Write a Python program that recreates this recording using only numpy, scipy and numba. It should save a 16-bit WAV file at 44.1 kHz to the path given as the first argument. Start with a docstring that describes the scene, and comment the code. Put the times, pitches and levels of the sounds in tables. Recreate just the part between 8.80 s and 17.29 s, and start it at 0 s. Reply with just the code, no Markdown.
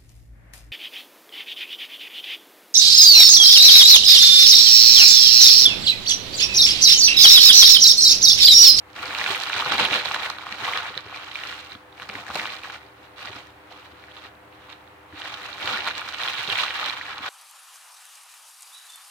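"""Hands fold and press a greasy paper wrapper on a plate, close to a small two-port microphone on the table.
Stiff creases are short ringing grains with neighbours around them; the rustle is swarms of finer grains.
Thin ticks, rim knocks and dull plate thuds are grains too; a short noise tail makes the small room.
Behind them a fan hums: coloured noise for the air and a few low tones with wandering phase."""
import sys
import numpy as np
from scipy import signal
from scipy.fft import rfft, irfft, next_fast_len
from scipy.io import wavfile
from numba import njit

SR = 44100
rng = np.random.default_rng(int(sys.argv[2]) if len(sys.argv) > 2 else 0)


def log_audio(samples):
    """Write samples as a 16-bit WAV file to the path given in sys.argv[1]."""
    # one column per channel
    frames = np.atleast_2d(samples).T
    # limit to full scale, then quantise
    limited = np.clip(frames, -1, 1)
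    pcm = np.round(limited * 32767).astype(np.int16)
    wavfile.write(sys.argv[1], SR, pcm)


def magnitude_from_level(level_db):
    """Linear magnitude for a level in decibels (20 dB per decade)."""
    exponent = np.asarray(level_db, float) / 20
    return 10 ** exponent


N = 374409  # length in samples
SIZE = next_fast_len(N + N % 2, True)
HZ = np.fft.rfftfreq(SIZE, 1 / SR)

# loud creases, before the sheet's colour: [t/s, ring level/dB, ring f/Hz, crack level/dB, crack f/Hz]
LOUD_CREASES = [(0.1607, -42, 2290, -44, 2400), (0.3081, -16.5, 1490, -36, 3340),
                (0.35, -29, 2290, -14.5, 2400), (0.3881, -16, 1450, -30, 3900),
                (0.397, -20, 2290, -14, 2400), (0.4142, -13, 2000, -29, 2540),
                (0.442, -15, 1740, -16, 3650), (0.4633, -12, 1540, -11.5, 2440),
                (0.549, -27, 2290, -14.5, 2450), (0.5663, -18, 1410, -33, 2590),
                (0.603, -26, 1960, -19, 4130), (0.6639, -23, 1420, -23, 2400),
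                (0.6997, -13, 1540, -20, 2700), (0.7324, -16.5, 1410, -15, 2400),
                (0.7634, -14, 1450, -23, 2400), (0.8074, -15, 1320, -19, 3380),
                (0.824, -12, 1240, -31, 3880), (0.8618, -11.5, 1240, -27, 2820),
                (0.921, -8.5, 1280, -16, 3100), (0.981, -20, 840, -15, 3700), (0.9984, -6, 1420, -16, 3930),
                (1.052, -34, 930, -7.5, 3130), (1.1103, -19, 2160, -19, 2400),
                (1.1322, -17, 1200, -12, 2660), (1.1418, -27, 1950, -10, 2970),
                (1.1637, -28, 2290, -13, 3280), (1.2013, -18, 2150, -16, 3540),
                (1.2111, -19, 1420, -24, 3700), (1.2574, -22, 1010, -9.5, 4000),
                (1.2986, -20, 1350, -20, 4030), (1.3135, -11.5, 1200, -19, 2700),
                (1.3464, -14, 1520, -15, 3000), (1.362, -15.5, 1050, -25, 2940),
                (1.4612, -16.5, 2070, -27, 2720), (1.5029, -14.5, 1230, -39, 2450),
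                (1.5855, -21, 1410, -24, 3680), (1.637, -24.5, 1240, -47, 2400),
                (1.668, -21, 1130, -31, 2400), (1.725, -18, 2190, -23, 2700), (1.792, -31, 1340, -36, 3800),
                (1.8283, -25, 1080, -34, 2720), (1.847, -22, 1820, -17, 3060),
                (1.8793, -15, 1130, -23, 3080), (1.8882, -19, 1180, -21, 3930),
                (1.9352, -29, 2120, -20, 2830), (1.963, -18, 1580, -22, 3890),
                (1.9749, -15, 1220, -15, 3200), (2.0016, -37, 1150, -26.5, 3520),
                (2.0243, -36, 1360, -28, 3000), (2.0568, -23, 1700, -32, 2400),
                (2.1526, -39, 1290, -28, 3600), (2.177, -17.5, 1820, -11, 3680),
                (2.2638, -40, 880, -49, 3490), (2.2987, -31, 1160, -50, 3090),
                (2.3273, -23, 1040, -38, 2680), (2.3619, -28, 1150, -25, 4180),
                (2.515, -29, 2060, -25, 2870), (2.5183, -30, 1900, -28, 3800),
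                (2.548, -32, 1110, -25, 3810), (2.5567, -31, 2290, -17, 2400), (2.59, -23, 2030, -32, 2400),
                (2.6134, -23, 1810, -41, 2400), (2.6368, -19, 1960, -26, 2400),
                (2.659, -25, 1420, -38, 4150), (2.7268, -18.5, 1700, -27, 3760),
                (2.909, -32, 1570, -41, 2400), (2.9198, -35, 2220, -24, 3900),
                (2.9518, -30, 1280, -30, 3240), (3.127, -48, 890, -37.5, 3560),
                (3.179, -33, 2090, -43, 3640), (3.199, -25, 1410, -28.5, 2600),
                (3.2212, -27, 1530, -33, 3100), (3.228, -28, 1400, -42, 3140),
                (3.2924, -24, 1280, -27, 2400), (3.2987, -19, 2270, -34, 2400),
                (3.354, -17.5, 2030, -41, 2500), (3.3875, -30, 980, -31, 2400),
                (3.4667, -25.5, 1620, -43, 2400), (3.4824, -25, 1630, -36, 2400),
                (3.503, -18, 1160, -42, 4360), (3.5106, -25.5, 1420, -33, 2410),
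                (3.558, -16.5, 760, -20, 2400), (3.5974, -13, 2180, -31, 2400),
                (3.609, -18, 2070, -37, 3090), (3.6158, -25, 860, -30, 2690), (3.623, -22, 1460, -34, 2510),
                (3.6457, -24, 1120, -26, 2400), (3.6562, -16, 1260, -20.5, 2400),
                (3.685, -22, 1980, -40, 2990), (3.6748, -23, 1900, -29, 2980),
                (3.6943, -29, 2290, -23, 2400), (3.703, -21, 2270, -28, 2450),
                (3.835, -40.5, 2290, -25, 2450), (3.848, -24, 1520, -39, 3140),
                (3.9, -24.5, 1490, -30, 2750), (4.3626, -49, 840, -40, 3890),
                (4.4736, -22.5, 1990, -38, 2400), (4.4863, -28, 2150, -35, 2400),
                (4.5311, -37, 1430, -32, 2400), (4.5663, -32, 890, -44, 2940),
                (4.7102, -55, 840, -54, 3110), (4.9076, -51, 750, -42, 2890), (4.921, -38, 830, -39, 3880),
                (4.964, -38, 1250, -40, 2830), (5.045, -39, 1010, -56, 2400),
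                (5.2397, -34, 2170, -41, 2400), (5.284, -34, 1590, -58, 2810),
                (5.3678, -41, 1090, -30, 3200), (5.5529, -52, 1010, -44, 3670),
                (5.7273, -49, 2290, -42, 2520), (5.9014, -42, 1500, -34, 2600),
                (5.9284, -37, 2090, -29, 3460), (6.0767, -46, 1440, -41, 3270),
                (6.3264, -33.5, 1640, -45, 2400), (6.378, -42, 790, -33, 3800),
                (6.4187, -28, 1840, -23, 2900), (6.457, -24.5, 1830, -35, 2660),
                (6.5424, -24, 1370, -22, 3100), (6.639, -35, 2000, -34, 3770),
                (6.7297, -39, 1570, -22, 3730), (6.8756, -11.5, 1330, -13, 2980),
                (6.891, -15, 1280, -23, 2600), (6.9333, -31, 2290, -20, 3030), (6.96, -40, 1160, -21, 2720),
                (6.9744, -16, 1590, -18, 3970), (7.006, -33, 1910, -18, 2820),
                (7.0747, -12, 1370, -15, 4030), (7.1117, -22, 2050, -19, 3430),
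                (7.153, -36, 1510, -22, 3730), (7.1807, -33, 1120, -22, 3920),
                (7.217, -18.5, 1400, -27, 2400), (7.2902, -21, 1430, -23, 3790),
                (7.3248, -26, 1410, -40, 3670), (7.396, -22, 1390, -35, 2670),
                (7.4161, -27, 1580, -21, 3600), (7.435, -35, 1640, -16, 3220),
                (7.4772, -19, 1380, -15, 3240), (7.485, -27.5, 2170, -14, 3190),
                (7.5274, -20, 2130, -18, 3640), (7.5769, -34, 1540, -21, 3810),
                (7.676, -32, 1800, -16.5, 3400), (7.691, -21.5, 1310, -24, 2610),
                (7.701, -38, 2290, -13, 3160), (7.726, -32, 1320, -14, 2670),
                (7.7714, -30, 1430, -31, 2400), (7.8, -25, 1400, -12.5, 3700),
                (7.836, -17, 1220, -11.5, 3050), (7.882, -21, 2290, -20, 2400),
                (7.907, -15, 2100, -25, 2960), (7.961, -21, 2160, -25, 3830), (7.998, -29, 2290, -21, 2890),
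                (8.03, -17, 1350, -22.5, 3880), (8.046, -32, 2230, -24, 3400),
                (8.098, -24, 2290, -13.5, 3820), (8.2129, -18.5, 1950, -40, 3100),
                (8.2354, -36, 1130, -27, 3340), (8.2676, -38, 1380, -34, 2510),
                (8.3293, -31, 1270, -38.5, 3540), (8.3822, -25, 1150, -20, 3670),
                (8.3896, -26, 1280, -29, 2440), (8.461, -22, 1550, -37, 2400)]
# colour of a snap, little bass and soft treble: [f/Hz, level/dB]
SNAP_COLOUR = [(200, -18), (500, 1), (720, 0.5), (1150, -2.5), (1420, -1.5), (1750, 0), (4200, -1),
               (5500, -5), (16000, -15)]
# lesser creases popping at random: candidates, and the effort below which none pops
POPS, STILL_DB = 40, -46
# strongest pop over the rustle, scatter downward from it, most that ring or crack drops against the other
POP_DB, POP_FALL_DB, POP_LEAN_DB = 9.5, 6, 1
POP_RING_HZ, POP_CRACK_HZ = (880, 2450), (2400, 4180)
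# sharp edge against the louder of ring and crack
EDGE_DB, EDGE_SCATTER_DB = -30.5, 4.5

# how hard the hands work the paper, as a guide for the rustle: [t/s, level/dB]
HAND_EFFORT = [(0.0, -71), (0.09, -58), (0.148, -48.5), (0.162, -38), (0.26, -31.5), (0.37, -33),
               (0.4, -31.5), (0.43, -32), (0.51, -26.5), (0.59, -34), (0.63, -31.5), (0.68, -33.5),
               (0.8, -26), (0.84, -31.5), (0.93, -25), (0.96, -30), (0.99, -23), (1.025, -25), (1.06, -27),
               (1.09, -30.5), (1.13, -27), (1.18, -29), (1.23, -33), (1.26, -30), (1.3, -31.5), (1.35, -29),
               (1.39, -31), (1.46, -28.5), (1.51, -33.5), (1.56, -40.5), (1.77, -36.5), (1.89, -26),
               (2.15, -37), (2.17, -36.5), (2.22, -43.5), (2.36, -38.5), (2.48, -40.5), (2.55, -36.5),
               (2.6, -39.5), (2.72, -36), (2.88, -47.5), (2.915, -40.5), (2.94, -49), (3.02, -63),
               (3.11, -65), (3.22, -40.5), (3.28, -49.5), (3.3, -41), (3.35, -37), (3.375, -37.5),
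               (3.4, -36.5), (3.44, -42.5), (3.5, -38), (3.535, -41), (3.56, -30.5), (3.63, -36),
               (3.67, -36), (3.74, -36), (3.8, -44.5), (3.83, -44.5), (3.845, -38.5), (3.9, -39),
               (3.915, -41.5), (3.95, -38.5), (3.97, -46), (4.04, -54), (4.15, -63), (4.23, -54),
               (4.34, -63), (4.375, -47.5), (4.45, -35.5), (4.51, -43.5), (4.57, -41.5), (4.69, -54),
               (4.77, -63), (4.89, -57), (4.915, -47), (5.03, -52), (5.16, -55.5), (5.32, -52),
               (5.38, -43.5), (5.41, -46.5), (5.46, -43.5), (5.56, -73), (5.82, -54.5), (5.93, -46),
               (5.98, -59), (6.27, -65), (6.35, -50.5), (6.385, -41.5), (6.48, -36), (6.79, -38),
               (6.88, -27), (7.05, -34), (7.07, -26), (7.14, -36.5), (7.35, -37), (7.45, -30.5),
               (7.55, -33), (7.665, -34.5), (7.68, -31.5), (7.83, -26.5), (7.87, -35), (7.94, -34.5),
               (8.0, -31.5), (8.09, -29.5), (8.16, -36.5), (8.42, -37.5), (8.49, -28)]
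# colour of the rustle against its middle: [t/s, bass level/dB, upper mids level/dB, treble level/dB]
RUSTLE_TILT = [(.2, 2, -3, 2), (.55, 0.5, 2, 6.5), (.8, 0, 2, 2.5), (.98, 8, 2.5, 2.5), (1.15, 5, 3.5, 4),
               (1.4, -2.5, -2, 1), (1.7, 1, -4, 1.5), (2.2, -7, -4, -3.5), (2.6, -3.5, -0.5, 3.5),
               (3.0, -6, 1, 5.5), (3.3, 8, -3.5, 4), (3.45, 2, -6, 3), (3.56, 6.5, -1.5, 7),
               (3.7, 0.5, -0.5, 3.5), (4.451, -1, -1, 2.5), (5.0, 0, -0.5, 0.5), (5.9, -4, -1.5, -1),
               (6.5, -1.5, -1.5, 1), (7.0, -0.5, -0.5, 0.5), (7.5, -4, 2.5, 4), (8.0, -6, 2, 1.5),
               (8.35, -4.5, -3, -1)]
# colour of the rustling paper: [f/Hz, level/dB per Hz]
PAPER_COLOUR = [(30, -48), (55, -16.5), (90, -16), (250, -16.5), (400, -12.5), (570, -9), (690, -3.5),
                (1000, -2), (1220, -1), (1400, 1), (1650, -2.5), (1950, -2), (2400, -2), (3000, -7),
                (4000, -17), (4700, -23), (5500, -24.5), (7000, -29), (9000, -34), (11800, -36.5),
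                (14000, -33), (15800, -33)]
BANDS_HZ = (350, 1200, 3500, 8000)  # bass, middle, upper mids, treble
GRAINS, SWARMS = 60000, 2200
FLUTTER_DB, FLUTTER_PER_S = 1.5, 70

# thin bright ticks of small stiff creases: [t/s, level/dB]
THIN_TICKS = [(0.101, -49), (0.131, -43), (0.1632, -36), (0.2555, -27), (0.298, -34), (0.3484, -26),
              (0.3857, -22), (0.44, -23), (0.6012, -23), (0.62, -22), (0.635, -19.5), (0.695, -25),
              (0.7259, -30), (0.7658, -33), (0.8476, -26), (0.899, -32), (0.92, -27), (0.9823, -22),
              (1.2517, -26), (1.319, -27), (1.3445, -23), (1.5001, -20.5), (1.7237, -30), (1.8269, -34),
              (1.9735, -24), (2.1745, -40), (2.207, -36), (2.3612, -36), (2.5548, -38), (2.672, -30),
              (2.848, -38), (3.2905, -31.5), (3.4821, -40), (3.547, -31), (3.555, -21), (3.679, -41),
              (3.7176, -40), (3.94, -37), (4.384, -46), (4.456, -33), (4.559, -36), (4.6704, -42),
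              (4.974, -45), (5.195, -56), (5.240, -51), (5.3664, -49), (5.9001, -40), (5.9231, -44),
              (6.399, -37), (6.4504, -44), (6.5397, -36), (6.793, -35), (6.6465, -38), (6.908, -41),
              (6.9313, -42), (6.9652, -33), (7.045, -30), (7.1795, -20), (7.288, -30), (7.3244, -33),
              (7.526, -36), (7.5763, -36), (7.6726, -35), (7.726, -26), (7.7789, -25), (7.812, -30),
              (8.0288, -34), (8.0597, -25), (8.0962, -32), (8.3281, -41), (8.3805, -34), (8.445, -46),
              (8.4623, -32)]
# the finest ticks, all from 8 kHz up: [t/s, level/dB]
FINEST_TICKS = [(0.557, -26.5), (0.580, -31), (0.941, -29), (1.880, -33), (3.199, -45), (3.835, -42),
                (6.630, -38), (6.802, -40), (6.811, -40), (6.860, -31), (7.075, -29), (7.210, -37),
                (7.594, -36), (7.632, -35), (7.968, -36)]
# something hard taps the plate rim: [t/s, level/dB]
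RIM_TAPS = [(4.468, -51), (4.566, -43), (4.915, -40.5)]
# notes of the plate rim: [f/Hz, cycles to the crest, level/dB against the tap]
RIM_NOTES = [(690, 4.13, -4), (760, 4, -6), (910, 3.3, -17)]
# fingers and bread bump the plate: [t/s, guide level/dB, f/Hz]
PLATE_BUMPS = [(0.189, -46, 83.4), (0.281, -48, 98.7), (0.495, -33.5, 113), (0.749, -40, 96.9),
               (0.864, -36, 156), (1.109, -37, 108), (1.709, -47, 86), (1.821, -41, 116), (2.094, -42, 188),
               (2.164, -41, 139), (2.254, -42.5, 98), (2.948, -45.5, 97), (3.293, -38.5, 196),
               (3.35, -43, 99.6), (3.496, -43.5, 75.4), (3.55, -37.5, 160), (4.492, -41.5, 100),
               (4.557, -46, 112), (5.12, -46.5, 85.5), (5.88, -55, 89), (6.323, -43, 93), (6.841, -38, 107),
               (6.928, -45, 92), (7.59, -43, 110), (7.677, -37, 162), (7.719, -39, 102), (8.397, -47, 105)]

ROOM_T60_S, ROOM_DB = 0.08, -12
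# fan tones: [f/Hz, width/Hz, rms level/dB]
FAN_TONES = [(77, 4.1, -64), (111.6, 3.37, -65), (287, 4.5, -70), (309.8, 2.17, -64), (390, 14.3, -66.5),
             (505.7, 2.51, -64)]
# colour of the fan's air: [f/Hz, level/dB per Hz]
FAN_AIR = [(30, -19), (60, -5), (90, -0.5), (200, -5), (400, -2), (620, 1), (850, 4), (1400, 0.5),
           (2200, -3.5), (3000, -14), (4000, -29.5), (7000, -40)]
AIR_DB, HISS_DB = -49.5, -66  # rms

# what the right port adds: [f/Hz, level/dB]
RIGHT_PORT_COLOUR = [(300, 0.5), (900, -1), (2200, -2), (3000, 6), (3500, 11), (4000, 16.5), (4500, 13.5),
                     (5500, 9.5), (7000, 6.5), (9000, 5), (12000, 1), (15500, 0)]
ECHO_S, ECHO_HZ, ECHO_SHARE = 0.00999, (237, 724), 0.6


def snaps():
    """A stiff crease pops through: ring, brighter crack and sharp edge together, neighbours giving way around it."""
    s, ring_db, ring_hz, crack_db, crack_hz, edge_db = creases()
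    draw = rng.random((len(s), 10)).T
    pan_db = 6 * (draw[0] - 0.5)
    # the crack is given as heard through both ports
    heard = (1 + magnitude_from_level(np.interp(crack_hz, *np.transpose(RIGHT_PORT_COLOUR)))) / 2
    # each part: delay in s, Hz, cycles to the crest, size
    parts = [(0, ring_hz, 0.5 + 0.5 * draw[1], magnitude_from_level(ring_db)),
             (0, crack_hz, 0.81 + 0.67 * draw[2], magnitude_from_level(crack_db) / heard)]
    # the edge is three grains within a millisecond either side
    for step, pitch in draw[4:].reshape(3, 2, -1):
        parts.append((0.00188 * (step - 0.5), 5200 * 3.0 ** pitch, 1.26, magnitude_from_level(edge_db - 2.0)))
    # a very short snap joins ring and crack
    parts.append((0.000097, np.sqrt(ring_hz * crack_hz), 0.25, magnitude_from_level((ring_db + crack_db) / 2 - 7.0)))
    # the crack reaches upward, its level taken from crack and edge
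    parts.append((0.00027, 4800 * 3.9 ** draw[3], 1, magnitude_from_level((crack_db + edge_db) / 2 - 6)))
    # smaller creases nearby give way first, and more as the strain drains, weaker the further off in time
    main_parts = parts[:3]
    for late, bend in rng.random((len(s), 16)).T.reshape(8, 2, -1):
        late = 1.4 * late - 0.4
        late_s = np.sign(late) * (0.001535 + 0.012 * late ** 2) * (0.63 + 0.6 * bend)
        weaker = magnitude_from_level(-15.5 - 7.8 * abs(late))
        for _, hz, cycles, size in main_parts:
            parts.append((late_s, hz * 1.72 ** (bend - 0.5), cycles, size * weaker))
    late_s, hz, cycles, size = (np.concatenate([v + 0 * s for v in column]) for column in zip(*parts))
    s, pan_db = np.tile(s, len(parts)), np.tile(pan_db, len(parts))
    # start early enough for the crests to line up
    return at_ports(s + late_s - cycles / hz, hz, cycles, size, pan_db, 0.00008)


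def creases():
    """The loud creases, then lesser ones whose strength follows the effort."""
    draw = rng.random((POPS, 5)).T
    draw[0] *= N / SR
    when, luck, ring, lean, crack = draw[:, effort_db(draw[0]) > STILL_DB]
    db = effort_db(when) + POP_DB + POP_FALL_DB * np.log(1 - 0.98 * luck)
    lean_db = POP_LEAN_DB * (2 * lean - 1)

    def between(ends, x):
        return ends[0] * (ends[1] / ends[0]) ** x

    lesser = [when, db - np.maximum(lean_db, 0), between(POP_RING_HZ, ring),
              db + np.minimum(lean_db, 0), between(POP_CRACK_HZ, crack)]
    both = np.concatenate([np.transpose(LOUD_CREASES), lesser], axis=1)
    s, ring_db, ring_hz, crack_db, crack_hz = both
    edge_db = np.maximum(ring_db, crack_db) + EDGE_DB + EDGE_SCATTER_DB * rng.standard_normal(len(s))
    return s, ring_db, ring_hz, crack_db, crack_hz, edge_db


def rustle():
    """Small creases give way in swarms: one fold sets off its neighbours within milliseconds."""
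    s, bass_db, upper_db, treble_db = np.transpose(RUSTLE_TILT)
    knots = np.arange(0, N / SR + 1, 1 / FLUTTER_PER_S)
    flutter_db = FLUTTER_DB * rng.standard_normal(len(knots))
    draw = rng.random((GRAINS, 7)).T
    swarm = rng.random((SWARMS, 4)).T
    which = (draw[0] * SWARMS).astype(int)
    when = swarm[0][which] * N / SR + 0.003 * np.log(1 / draw[1] - 1)
    # the rest are lone fibres slipping under the fingers at any time; the finer, the more often alone
    lone = draw[5] < 0.7 - 0.5 * draw[2]
    when = np.where(lone, draw[6] * N / SR, when)
    octaves = np.log2(16000 / 50)
    hz = 16000 / 2 ** (octaves * draw[2] ** 1.417)
    # each fold favours the pitch of its own flap of paper, which rings a little longer
    flap = np.exp(-(np.log2(hz / 800) - 2.57 * swarm[3][which]) ** 2 / 0.033) * ~lone
    cycles = 0.26 + 0.59 * draw[3] ** 2 + 1.3 * flap
    luck_db = -2.4 * np.log(1 - 0.995 * draw[4]) + 1.3 * swarm[1][which] ** 2 * ~lone
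    luck_db += 6 * flap
    # balance the pitches before the paper's colour
    size = magnitude_from_level(luck_db) * hz / np.sqrt(cycles) * draw[2] ** 0.059
    # rms of the steady rustle, divided out so that the effort sets the level
    even = np.sqrt(np.mean(colour(rings(when, hz, cycles, size), PAPER_COLOUR) ** 2))
    size = size * magnitude_from_level(effort_db(when) + np.interp(when, knots, flutter_db) + 0.5) / even
    pan_db = 5 * (swarm[2][which] - 0.5)
    sheet = colour(at_ports(when, hz, cycles, size, pan_db, 0.00019), PAPER_COLOUR)
    # the colour drifts as the hands grip other parts of the sheet
    t = np.arange(N) / SR
    out = np.zeros((2, N))
    for one, db in zip(np.eye(len(BANDS_HZ)), (bass_db, 0 * s, upper_db, treble_db)):
        share = np.interp(np.log(HZ + 1), np.log(BANDS_HZ), one)
        out += shape(sheet, share) * magnitude_from_level(np.interp(t, s, db))
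    return out


def effort_db(s):
    """Guide level of the rustle at given times."""
    return np.interp(s, *np.transpose(HAND_EFFORT))


def ticks(table, lowest_hz, fall_db):
    """A tick is ten very short grains within two milliseconds, up to 15.2 kHz, the level sloping by fall_db."""
    grains = 10
    s, db = np.repeat(np.transpose(table), grains, axis=1)
    late, pitch, side = rng.random((len(s), 3)).T
    pitch = (np.arange(len(s)) % grains + pitch) / grains
    hz = lowest_hz * (15200 / lowest_hz) ** pitch
    size = magnitude_from_level(db - 6.5 - fall_db * pitch)
    return at_ports(s + 0.001676 * late ** 2, hz, 0.6 + 0 * s, size, 6 * (side - 0.5), 0.00008)


def knocks():
    """Each tap rings the same few notes of the rim, their crests together."""
    s, db = np.transpose(RIM_TAPS)
    return sum(at_ports(s - cycles / hz, hz + 0 * s, cycles + 0 * s, magnitude_from_level(db + note_db), 0 * s, 0.0001)
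               for hz, cycles, note_db in RIM_NOTES)


def thuds():
    """Soft bumps carried through the table, each a little off to one side."""
    s, db, hz = np.transpose(PLATE_BUMPS)
    side, late, pitch = rng.random((len(s), 3)).T
    pan_db = 8 * (side - 0.5)
    bump = at_ports(s, hz, 0.79 + 0 * s, magnitude_from_level(db - 3.0), pan_db, 0.0008)
    # the plate settles with a second, higher bump
    settle_hz = 2.42 * 1.8 ** pitch * hz
    settle = at_ports(s + 0.0124 * late, settle_hz, 0.87 + 0 * s, magnitude_from_level(db + 5.5), pan_db, 0.00026)
    return bump + settle


def room(x):
    """Plate, table and walls return a short dense tail of decaying noise."""
    t = np.arange(int(SR * ROOM_T60_S)) / SR
    tail = pair(2200)[:, :len(t)] * magnitude_from_level(-60 * t / ROOM_T60_S) * (t > 0.0012)
    tail *= magnitude_from_level(ROOM_DB) / np.sqrt(np.sum(tail ** 2, axis=1, keepdims=True))
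    return x + signal.fftconvolve(x, tail, axes=1)[:, :N]


def fan():
    """Rushing air with a few low tones whose phase wanders, which widens each tone."""
    t = np.arange(N) / SR
    tones = np.zeros(N)
    for hz, width, db in FAN_TONES:
        wander = np.cumsum(rng.standard_normal(N)) * np.sqrt(2 * np.pi * width / SR)
        tones += set_rms(np.sin(2 * np.pi * hz * t + wander), db)
    return set_rms(colour(pair(460), FAN_AIR), AIR_DB) + tones


@njit
def rings(s, hz, cycles, size):
    """Each grain is a sine that swells to its crest, size, after the given cycles and then dies away."""
    out = np.zeros(N)
    for k in range(len(s)):
        first = max(int(s[k] * SR) + 1, 0)
        fade = hz[k] / cycles[k] / SR
        pole = 2j * np.pi * hz[k] / SR - fade
        t = first - s[k] * SR
        z, step = size[k] * np.e * fade * np.exp(pole * t), np.exp(pole)
        for i in range(first, min(int(first + 9 / fade), N)):
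            out[i] += t * z.imag
            z, t = z * step, t + 1
    return out


def at_ports(s, hz, cycles, size, pan_db, spread_s):
    """Every grain sits elsewhere, so it reaches one port a little first; positive pan_db favours the left."""
    lag = spread_s * rng.uniform(-1.125, 1, len(s))
    return np.array([rings(s + side * lag / 2, hz, cycles, size * magnitude_from_level(side * pan_db / 2)) for side in (1, -1)])


def pair(alike_hz):
    """Noise at two ports: mostly the same in the bass, growing unrelated above alike_hz."""
    mid, side = rng.standard_normal((2, N))
    alike = 0.87 / (1 + (HZ / alike_hz) ** 2)
    return shape(mid, np.sqrt(1 + alike)) + shape(side, np.sqrt(1 - alike)) * np.array([[1], [-1]])


def colour(x, table):
    """Causal (minimum-phase) filter with the gain of (Hz, dB) points, by folding the cepstrum."""
    hz, db = np.transpose(table)
    cep = irfft(np.log(magnitude_from_level(np.interp(np.log(HZ + 1), np.log(hz), db))), SIZE)
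    cep[1:SIZE // 2] *= 2
    cep[SIZE // 2 + 1:] = 0
    return shape(x, np.exp(rfft(cep)))


def shape(x, gain):
    """Multiplies the spectrum."""
    return irfft(rfft(x, SIZE) * gain, SIZE)[..., :N]


def set_rms(x, db):
    """Scales to the given rms in dB."""
    return x * magnitude_from_level(db) / np.sqrt(np.mean(x ** 2))


def scene():
    """Paper and rim knocks in the room, with the thuds and the fan added dry."""
    fine = ticks(THIN_TICKS, lowest_hz=3440, fall_db=9.5)
    fine += ticks(FINEST_TICKS, lowest_hz=8000, fall_db=-1.0)
    paper = rustle() + colour(snaps(), SNAP_COLOUR) + fine
    return room(paper + knocks()) + thuds() + fan()


def band_limit(x):
    """A steep low-pass at the top of the band."""
    return signal.sosfilt(signal.butter(12, 15960, fs=SR, output="sos"), x)


def record(dry):
    """The right port rings near 4 kHz; the low mids come back once, combing them; deep bass is cut; hiss."""
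    lo, hi = ECHO_HZ
    band = 1 / (1 + (lo / (HZ + 1)) ** 8) / (1 + (HZ / hi) ** 8)
    echo = ECHO_SHARE * band
    comb = (1 + echo * np.exp(-2j * np.pi * HZ * ECHO_S)) / np.sqrt(1 + echo ** 2)
    bass_cut = signal.butter(2, 48, "high", fs=SR, output="sos")
    x = signal.sosfilt(bass_cut, shape(dry, comb))
    x = np.array([x[0], colour(x[1], RIGHT_PORT_COLOUR)])
    # the input stage rounds the loudest crests
    x = np.tanh(1.9 * x) / 1.9
    # the electronics hiss
    hiss = set_rms(rng.standard_normal((2, N)), HISS_DB)
    return band_limit(x + hiss)


dry = scene()
out = record(dry)
log_audio(out)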